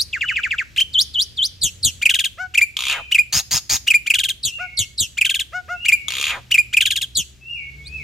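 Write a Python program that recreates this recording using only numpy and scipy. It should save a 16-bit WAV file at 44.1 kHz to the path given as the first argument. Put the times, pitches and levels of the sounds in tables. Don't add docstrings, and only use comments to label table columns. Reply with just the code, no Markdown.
import sys
import numpy as np
from scipy import signal
from scipy.fft import rfft, irfft, next_fast_len
from scipy.io import wavfile
from scipy.ndimage import uniform_filter1d

SR = 44100
rng = np.random.default_rng(int(sys.argv[2]) if len(sys.argv) > 2 else 0)


def int16_out(signal):
    q = np.round(np.clip(np.atleast_2d(signal).T, -1, 1) * 32767)
    wavfile.write(sys.argv[1], SR, q.astype(np.int16))


N = 354123
TIME = np.arange(N) / SR
CUTOFF_HZ = 15800

# start_s, base_db, overtones_db, pitch_ratio, length_ratio
TWANG_NOTES = [(1.612, -2.5, -0.5, 0.99, 1.05), (1.827, -0.5, 1, 1, 0.97), (4.429, -4, -5, .98, 1.02),
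               (4.769, -1.5, -3, 0.99, 0.96), (4.976, -3, -2.5, 0.99, 1.116),
               (7.149, -2.5, -2, 0.99, 1.005)]
# start_s, length_s, level_db
RATTLE_TIMES = [(2.768, .155, 0), (6.083, 0.22, -.5)]
# start_s, level_db, length_ratio
RASP_TIMES = [(3.325, -15, 1.02), (3.509, -15.5, 1.01), (3.694, -15, 0.99)]


def from_db(db):
    return 10 ** (np.asarray(db) / 20)


def at_hz(points, hz):
    known_hz, values = np.transpose(points)
    return np.interp(np.log(hz + 1), np.log(known_hz), values)


def noise(colour, size):
    n = next_fast_len(size)
    gain = from_db(at_hz(colour, np.fft.rfftfreq(n, 1 / SR)))
    hiss = irfft(rfft(rng.standard_normal(n)) * gain, n)[:size]
    return hiss / np.sqrt(np.mean(hiss ** 2) + 1e-20)


def stereo_noise(colour, side, size=N):
    return (noise(colour, size) + side * noise(colour, size) * [[1], [-1]]) / np.sqrt(1 + side ** 2)


def wander(rate_hz, size):
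    at = np.arange(size) * rate_hz / SR
    count = int(at[-1]) + 2
    return 1.2 * np.interp(at, np.arange(count), rng.standard_normal(count))


def unfold(shape, stretch):
    ms, *columns = np.transpose(shape)
    times = ms * stretch / 1000
    t = np.arange(int(times[-1] * SR)) / SR
    return [t] + [uniform_filter1d(np.interp(t, times, c), size=90, mode="nearest") for c in columns]


def add(out, start_s, sound):
    index = np.arange(len(sound))
    fade = np.minimum(np.minimum(index, index[::-1]) / 20, 1)
    at = round(start_s * SR) + index
    inside = (at >= 0) & (at < N)
    out[at[inside]] += (sound * fade)[inside]


def phase_of(hz):
    return 2 * np.pi * np.cumsum(hz) / SR


def syrinx(shape, notes, jitter, air_db, fall_db, trill_hz=100, trill=0, flutter_db=0, top_hz=CUTOFF_HZ):
    # frequency_hz, gain_db
    beak = [(2000, -2.5), (2900, -6), (3800, -15), (5000, -6), (7200, 3.5), (9500, -5), (12000, -9),
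            (14500, -10), (15800, -31.5)]
    # frequency_hz, level_db
    air = [(300, -20.5), (1500, -11.5), (3000, -7), (7000, 2.5), (10000, -6.5), (15500, -7)]
    out = np.zeros(N)
    for start_s, base_db, overtones_db, pitch_ratio, stretch in notes:
        t, hz, first_db, second_db, upper_db = unfold(shape, stretch)
        shake = np.cos(phase_of(trill_hz * (1 - np.exp(-t / .0115))))
        unsteady = jitter * np.maximum(hz / 3500, 1) ** 3 * wander(1800, len(t))
        hz = hz * pitch_ratio * (1 + trill * shake + unsteady)
        phase = phase_of(hz)
        note = from_db(first_db + base_db) * np.sin(phase)
        note += from_db(second_db + overtones_db) * np.sin(2 * phase)
        for k in range(3, 11):
            level_db = upper_db + overtones_db + at_hz(beak, k * hz) - fall_db * (k - 3)
            top_fade = np.clip((top_hz - k * hz) / 800, 0, 1)
            note += from_db(level_db) * top_fade * np.sin(k * phase)
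        note += from_db(upper_db + overtones_db + air_db) * noise(air, len(t))
        add(out, start_s, note * from_db(flutter_db * shake))
    return out


def garden_rumble():
    # frequency_hz, level_db
    colour = [(20, -21), (55, 4), (100, 1.5), (250, -14.5), (420, -19), (950, -30.5), (2700, -19.5),
              (4500, -23), (7200, -27), (9500, -37), (14000, -35), (15800, -46)]
    # time_s, level_db
    swell = [(0.0, -47), (0.22, -45.5), (0.69, -47.5), (1.01, -47), (1.65, -49), (1.9, -46.5),
             (2.42, -51.5), (4.72, -50.5), (5.01, -52), (6.17, -47), (7.56, -52), (8.03, -45)]
    return from_db(np.interp(TIME, *np.transpose(swell)) + .5) * stereo_noise(colour, side=.5)


def engines(waver=.031, flutter_db=2.5):
    # time_s, firing_hz, level_db
    motors = [
        [(0, 72.15, -55), (1.2, 70.93, -51), (1.55, 87.75, -53), (1.85, 88, -45), (2.2, 81.8, -54.5),
         (3, 66.03, -53.5), (7.6, 66.83, -52.5), (8.03, 72.5, -41)],
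        [(0, 119.6, -68), (2, 119.6, -60.5), (4.2, 124.9, -57.5), (5.7, 118.8, -56.5), (7, 120.2, -51.5),
         (7.6, 129.7, -55.5), (8.03, 146, -45)],
    ]
    # multiple_of_firing_rate, level_db
    tones = [(1, 3.5), (2, -13.5), (3, -15), (5, -24.5), (6, -24), (9, -33)]
    out = np.zeros(N)
    for motor in motors:
        times, firing_hz, db = np.transpose(motor)
        phase = phase_of(np.interp(TIME, times, firing_hz) * (1 + waver * wander(15, N)))
        for multiple, tone_db in tones:
            level_db = np.interp(TIME, times, db) + tone_db + flutter_db * wander(8.1, N)
            out += from_db(level_db) * np.sin(multiple * phase)
    return out


def scoops():
    # time_ms, pitch_hz, base_db, second_tone_db, upper_tones_db
    shape = [(0, 5200, -43.5, -68.5, -65.5), (11.92, 3650, -23, -33, -43), (26.45, 3110, -12.5, -50.5, -63),
             (47, 3000, -12.5, -51, -48), (62.9, 3480, -8.5, -20, -32), (74.7, 4170, -15, -29.5, -28.5),
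             (87.1, 5020, -12, -21, -24.5), (103.5, 6630, -29.5, -49.5, -44.5)]
    # start_s, base_db, overtones_db, pitch_ratio, length_ratio
    notes = [(-.068, -1, -2, 0.96, 0.96), (.930, 1, -0.5, 1, 0.98), (1.133, -2, -4, 0.98, 1.036),
             (1.364, -2.5, -6, 1, 1.06)]
    return syrinx(shape, notes, jitter=.007, air_db=-7, fall_db=6.5)


def sweeps(repeats=6, beat_s=.0746):
    # time_ms, pitch_hz, base_db, second_tone_db, upper_tones_db
    shape = [(0, 3800, -33, -46, -73), (5.77, 2780, -14.5, -47.5, -43), (15.18, 2320, -15.5, -36, -39),
             (25.5, 1980, -19, -48, -49), (44.3, 1425, -23.5, -43, -49.5), (50, 1170, -46.5, -52, -45)]
    # start_s, base_db, overtones_db, pitch_ratio, length_ratio
    first = (.127, -2.5, -1.5, 1, 1.13)
    notes = [first] + [(.2078 + k * beat_s, .4, 0, 1, .94) for k in range(repeats)]
    return syrinx(shape, notes, jitter=.011, air_db=-11.5, fall_db=.8, top_hz=8330)


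def far_whistles():
    # time_ms, pitch_hz, level_db
    shape = [(0, 2620, -46), (20, 2630, -38), (58, 2690, -35), (112, 2845, -22), (147, 2760, -28.5),
             (180, 2420, -28), (225, 2210, -32), (385, 2220, -35), (415, 2180, -50)]
    # start_s, level_db, pitch_ratio, length_ratio
    # the one at 2.771 s lingers after the starling's peep like a late echo; the rest are another bird
    whistles = [(.165, -1, 1.05, .95), (2.771, -5, 1.1, 0.98), (4.437, -5, 0.99, 0.96),
                (5.73, -1.5, 1.007, 1), (7.41, -2, 1, 0.92), (7.848, -4.5, .925, 0.89)]
    out = np.zeros(N)
    for start_s, db, pitch_ratio, stretch in whistles:
        t, hz, swell_db = unfold(shape, stretch)
        phase = phase_of(hz * pitch_ratio * (1 + .005 * wander(148.4, len(t))))
        tone = np.sin(phase) + from_db(-35) * np.sin(2 * phase) + from_db(-40) * np.sin(3 * phase)
        add(out, start_s, from_db(db + swell_db) * tone)
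    return out


def chip_string(tick_s, base_db, overtones_db, pitch_ratio, stretch, fade_db, length_s):
    notes, after, k = [], .039, 0
    while after * stretch < length_s:
        levels_db = (base_db + 1.25 - k * fade_db, overtones_db + 1.03 - k * .98)
        pitch = pitch_ratio * (1 if k else .96)
        notes.append((tick_s + after * stretch, *levels_db, pitch, 1.04 + k * .025))
        after += .0462 + k * .0024
        k += 1
    return notes


def chatter_notes():
    # start_s, base_db, overtones_db, flick_lead_s
    squeaks = [(.762, -2, -8, 0.0011), (.796, -1.5, -2, .007)]
    # tick_s, base_db, overtones_db, pitch_ratio, time_stretch, base_fade_per_chip_db, length_s
    runs = [(2.053, 0.5, 1.5, .99, 1.01, 2, .21), (4.099, -1.3, 1.2, 0.99, 1.007, 2.5, .21),
            (5.209, -1.3, -1, .995, .99, 2, .21), (6.766, 1, 1.15, 1.01, 1.033, 3, .27)]
    # tick_s, base_db, overtones_db, pitch_ratio, flick_kind
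    calls = [(2.573, .3, 0, 0.98, "low"), (3.143, -0.8, -2.3, 1.013, "high"),
             (3.900, -0.5, 0.4, .995, "high"), (5.881, -0.5, 0.5, .99, "low"),
             (6.539, -0.5, -0.2, 1.007, "high")]
    flicks, ticks, peeps, chips = {"low": [], "high": []}, [], [], []
    for start_s, base_db, overtones_db, lead_s in squeaks:
        chips.append((start_s, base_db - 8.5, overtones_db - 5, 1, .34))
        flicks["high"].append((start_s - lead_s, base_db, overtones_db, 1.064, 1.24))
    for tick_s, *voice, stretch, fade_db, length_s in runs:
        flicks["low"].append((tick_s - .038, *voice, .87))
        ticks.append((tick_s, *voice, .92))
        chips += chip_string(tick_s, *voice, stretch, fade_db, length_s)
    for tick_s, *voice, kind in calls:
        flicks[kind].append((tick_s - .034, *voice, .85))
        ticks.append((tick_s, *voice, 1))
        peeps.append((tick_s + .0348, *voice, .98))
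    return flicks["low"], flicks["high"], ticks, peeps, chips


def chatter():
    # time_ms, pitch_hz, base_db, second_tone_db, upper_tones_db
    low_flick = [(0, 1300, -43, -29.5, -46), (8.3, 1560, -36, -20, -30.5), (12.7, 2260, -16.5, -32, -33.5),
                 (17.15, 2393, -14.5, -33, -25), (21.1, 2490, -8.5, -38.5, -46.5),
                 (25.8, 1900, -35, -45, -64.5)]
    high_flick = [(0, 1050, -58, -44.5, -46.5), (8.22, 1650, -34.5, -19, -38),
                  (12.85, 2200, -18, -26.5, -23.5), (18.9, 2860, -5.5, -34, -31.5),
                  (24.67, 2940, -7.5, -24.5, -30), (31.2, 2970, -18, -55.5, -58)]
    tick = [(0, 3400, -40, -39, -45.5), (4.93, 2730, -5, -32.5, -20), (9.4, 2570, -2.5, -27.5, -23),
            (13.52, 2440, -8.5, -36, -27.5), (19.2, 2280, -11, -34.5, -32.5),
            (23, 2030, -25.5, -61.5, -55.5)]
    peep = [(0, 1150, -44, -25, -44), (3.924, 1800, -33, -26.5, -35), (7.17, 2160, -8.5, -34.5, -43.5),
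            (10.5, 2380, -4, -29, -26.5), (22.3, 2460, -11, -31, -25), (30.6, 2420, -13, -49, -34.5),
            (41.3, 2350, -21, -43, -46.5), (47.7, 2330, -42.5, -62, -67)]
    chip = [(0, 3400, -14.5, -42, -32), (3.64, 2880, -5, -34, -32), (7.37, 2210, -19.5, -23, -20),
            (11.05, 1880, -30.5, -16, -40.5), (17.2, 1670, -32.5, -15, -25), (24.2, 1600, -33, -18, -48),
            (32.7, 1490, -49, -32, -40.5)]
    low_flicks, high_flicks, ticks, peeps, chips = chatter_notes()
    tick_trill = dict(trill_hz=243, trill=.05, flutter_db=3.5)
    return (syrinx(low_flick, low_flicks, jitter=.0073, air_db=-10, fall_db=4.5)
            + syrinx(high_flick, high_flicks, jitter=.009, air_db=-2.5, fall_db=7.5)
            + syrinx(tick, ticks, jitter=.016, air_db=-8, fall_db=1.5, **tick_trill)
            + syrinx(peep, peeps, jitter=.0057, air_db=-13, fall_db=.5)
            + syrinx(chip, chips, jitter=.026, air_db=-8.5, fall_db=.6))


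def twangs():
    # time_ms, pitch_hz, base_db, second_tone_db, upper_tones_db
    shape = [(0, 5200, -37, -65, -75), (5.8, 4230, -17.5, -26.5, -47.5), (16.85, 4450, -13.5, -31, -39),
             (23.7, 3800, -15, -9.5, -14.5), (37.6, 3450, -18.5, -14.5, -24), (50.7, 3130, -16, -20, -26),
             (82.2, 2800, -31.5, -41, -48)]
    return syrinx(shape, TWANG_NOTES, jitter=.012, air_db=-21.5, fall_db=1.5,
                  trill_hz=110, trill=.085, flutter_db=-.3)


def puffs(lag_s=.04, width_s=.02):
    # frequency_hz, level_db
    colour = [(20, -29), (60, 4.5), (115, 3.5), (250, -11.5), (600, -23.5), (1500, -37), (5000, -67)]
    bursts = [(start_s, overtones_db - 27) for start_s, _, overtones_db, _, _ in TWANG_NOTES]
    bursts += [(start_s, db - 13) for start_s, db, _ in RASP_TIMES]
    swell = sum(from_db(db) * np.exp(-((TIME - s - lag_s) / width_s) ** 2) for s, db in bursts)
    return swell * stereo_noise(colour, side=.99)


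def coos():
    # time_ms, pitch_hz, base_db, second_tone_db, upper_tones_db
    shape = [(0, 490, -51, -60.5, -48), (13.8, 665, -40, -32.5, -37), (29.8, 720, -31, -23.5, -35),
             (51.7, 735, -31, -24.5, -33), (71, 730, -30.5, -25, -41), (90, 725, -37, -34.5, -48),
             (101, 715, -54, -53, -60)]
    # start_s, base_db, overtones_db, pitch_ratio, length_ratio
    notes = [(2.374, -1.4, 0.31, 1.018, 1), (4.582, -1.8, -2, 1, 0.92), (5.522, 0.43, 1, 1, 0.93),
             (5.679, 0.085, 0.94, 0.98, 0.93)]
    return syrinx(shape, notes, jitter=.0066, air_db=-24.5, fall_db=3.5)


def rattles(first_gap_s=.0218, gap_s=.0163, quickening=.019, pulse_fade_s=.015, air_fall_db_per_s=244):
    # frequency_hz, level_db
    colour = [(150, -63), (250, -32), (482, -20.5), (593, -34.5), (867, -32.5), (1100, -10.5),
              (1850, -27.5), (2280, -1.5), (3510, 0), (4320, -11.5), (5690, -20), (6770, -8), (8040, -20.5),
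              (13700, -28), (15500, -35)]
    # time_s, level_db
    force = [(0, -16.5), (.07, -20), (.135, -15), (.22, -21)]
    out = np.zeros(N)
    pulse_t, air_t = np.arange(SR // 30) / SR, np.arange(SR // 2) / SR
    snap_db = 6 - 60 * pulse_t / pulse_fade_s
    gaps = gap_s * (1 - quickening) ** np.arange(15)
    offsets = np.cumsum(np.r_[0, first_gap_s, gaps])
    for start_s, length_s, db in RATTLE_TIMES:
        for after_s in offsets[offsets < length_s + gap_s / 2]:
            force_db = db + np.interp(after_s, *np.transpose(force))
            add(out, start_s + after_s, from_db(force_db + snap_db) * noise(colour, len(pulse_t)))
        air_db = np.interp(air_t, [0, length_s], [-35, -27])
        air_db -= air_fall_db_per_s * np.maximum(air_t - length_s, 0)
        add(out, start_s, from_db(db + air_db) * noise(colour, len(air_t)))
    return out


def growls(pulse_hz=620, unevenness=.28, width_hz=650, lower_ratio=.67, lower_db=-9):
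    # time_from_rattle_end_s, throat_hz, level_db
    shape = [(-.037, 2870, -27), (0, 2570, -19), (0.04, 1890, -25.5), (.074, 1140, -32.5), (.1, 750, -48.5)]
    after_s, throat_hz, swell_db = np.transpose(shape)
    out, ring_t = np.zeros(N), np.arange(SR // 200) / SR
    decay = np.exp(-np.pi * width_hz * ring_t)
    for start_s, length_s, db in RATTLE_TIMES:
        times = start_s + length_s + after_s
        gaps = np.exp(unevenness * rng.standard_normal(200)) / pulse_hz
        pulses = times[0] + np.cumsum(gaps)
        for at in pulses[pulses < times[-1]]:
            phase = 2 * np.pi * np.interp(at, times, throat_hz) * ring_t
            ring = np.sin(phase) + from_db(lower_db) * np.sin(lower_ratio * phase)
            pulse_db = db + np.interp(at, times, swell_db) + 13 + rng.normal(0, 1)
            add(out, at, from_db(pulse_db) * ring * decay)
    return out


def rasps(first_hz=160, last_hz=105, width_hz=800):
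    # time_ms, level_db, throat_hz
    shape = [(0, -18, 3600), (1.94, -3, 4500), (35.3, -1.5, 5100), (65.8, -3.5, 5200), (74.2, -9, 3500),
             (93, -29.5, 7000)]
    # frequency_hz, level_db
    colour = [(300, -23.5), (550, -28), (750, -13), (1200, -16.5), (2500, -10), (4100, -11), (5000, -11),
              (5700, -9), (6650, 3), (7250, -6.5), (7900, -15.5), (9500, -17.5), (11500, -18),
              (15500, -21.5)]
    out = np.zeros(N)
    for start_s, db, stretch in RASP_TIMES:
        t, swell_db, throat_hz = unfold(shape, stretch)
        size = len(t)
        flap_hz = np.linspace(first_hz, last_hz, size) * (1 + .082 * wander(107, size))
        chop = 1 + np.linspace(.35, .65, size) * np.cos(phase_of(flap_hz))
        phase = phase_of(throat_hz)
        throat = wander(width_hz, size) * np.sin(phase) + wander(width_hz, size) * np.cos(phase)
        voice = from_db(-2) * noise(colour, size) + from_db(-5) * throat
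        add(out, start_s, from_db(db + swell_db) * chop * voice)
    return out


def pip():
    # time_ms, pitch_hz, base_db, second_tone_db, upper_tones_db
    shape = [(0, 3250, -56, -73, -80), (24.5, 3500, -44, -61.5, -73), (42.5, 4200, -29, -42, -62),
             (55.2, 4800, -36, -45, -66), (64, 4850, -57, -70, -80)]
    # start_s, base_db, overtones_db, pitch_ratio, length_ratio
    notes = [(7.828, -2.5, -3, 1, 1)]
    return syrinx(shape, notes, jitter=.0055, air_db=-7, fall_db=3.5)


def near_echoes(song):
    # frequency_hz, left_minus_right_db
    balance = [(60, 3), (99, 0), (160, -3), (270, 2), (450, 0), (740, -1.5), (1220, 3.5), (2010, -1),
               (3330, 2), (5500, -3.5), (9080, 6), (15000, 10.5)]
    # frequency_hz, lead_radians
    lead = [(0, 0), (1210, 0.18), (1810, -0.5), (3270, 0.81), (4310, -1.5), (5170, 0.087), (6370, -0.2),
            (6890, -1.5), (9130, 1), (9730, -0.026), (11100, -0.4), (15700, -0.1)]
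    # delay_ms, left_db, right_db
    echoes = [(.52, -36, -54.5), (.75, -31, -32.5), (4.1, -15, -25), (7.4, -16.5, -25)]
    size = next_fast_len(N)
    hz = np.fft.rfftfreq(size, 1 / SR)
    tilt = from_db(at_hz(balance, hz) / 2) * np.exp(.5j * at_hz(lead, hz))
    out = irfft(rfft(song, size) * np.array([tilt, 1 / tilt]), size)[:, :N]
    for delay_ms, left_db, right_db in echoes:
        delayed = np.interp(TIME - delay_ms / 1000, TIME, song, left=0)
        out += delayed * from_db([[left_db], [right_db]])
    return out


def cage_wires(song):
    # pitch_hz, level_db, ring_s (time to fade by 60 dB)
    wires = [(3130, -20, .3), (5050, -15, .3), (5160, -13.5, .25), (5872, -18.5, 0.26), (6800, -15.5, 0.18),
             (9200, -8.5, .2), (11155, -13, 0.23)]
    out = np.zeros(N)
    for hz, db, ring_s in wires:
        decay = from_db(-60 / (ring_s * SR))
        gain = (1 - decay ** 2) / 2
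        feedback = [1, -2 * decay * np.cos(2 * np.pi * hz / SR), decay ** 2]
        out += from_db(db) * signal.lfilter([gain, 0, -gain], feedback, song + 1e-18)
    return out


def scatter(sound, fade_s, delay_s, side):
    # frequency_hz, level_db
    colour = [(100, -4), (1000, -2.5), (3000, -3), (5000, -0.5), (7500, -3), (11000, 2), (14500, 1),
              (16000, -18)]
    t = np.arange(int(fade_s * SR)) / SR
    envelope = from_db(-60 * t / fade_s) * np.clip(t / delay_s - 1, 0, 1)
    tail = envelope * stereo_noise(colour, side, len(t))
    tail /= np.sqrt(np.sum(tail ** 2) / 2)
    return signal.fftconvolve(sound[None], tail, axes=1)[:, :N]


def scene():
    song = scoops() + sweeps() + chatter() + twangs() + coos() + rattles() + growls() + rasps() + pip()
    whistles = far_whistles()
    ringing = from_db(-4.5) * cage_wires(song)
    cage = from_db(-6.5) * scatter(song, fade_s=.048, delay_s=.0013, side=.8)
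    yard = from_db(-19.5) * scatter(song, fade_s=.39, delay_s=.012, side=1)
    far = whistles * from_db([[-1], [-5]])
    far += from_db(2.5) * scatter(whistles, fade_s=.39, delay_s=.0089, side=1)
    return near_echoes(song) + ringing + cage + yard + far + puffs() + garden_rumble() + engines()


def record(dry):
    rounded = dry / (1 + (dry / .95) ** 6) ** (1 / 6)
    treble_cut = signal.ellip(10, .05, 60, CUTOFF_HZ, fs=SR, output="sos")
    return signal.sosfiltfilt(treble_cut, rounded)


dry = scene()
out = record(dry)
int16_out(out)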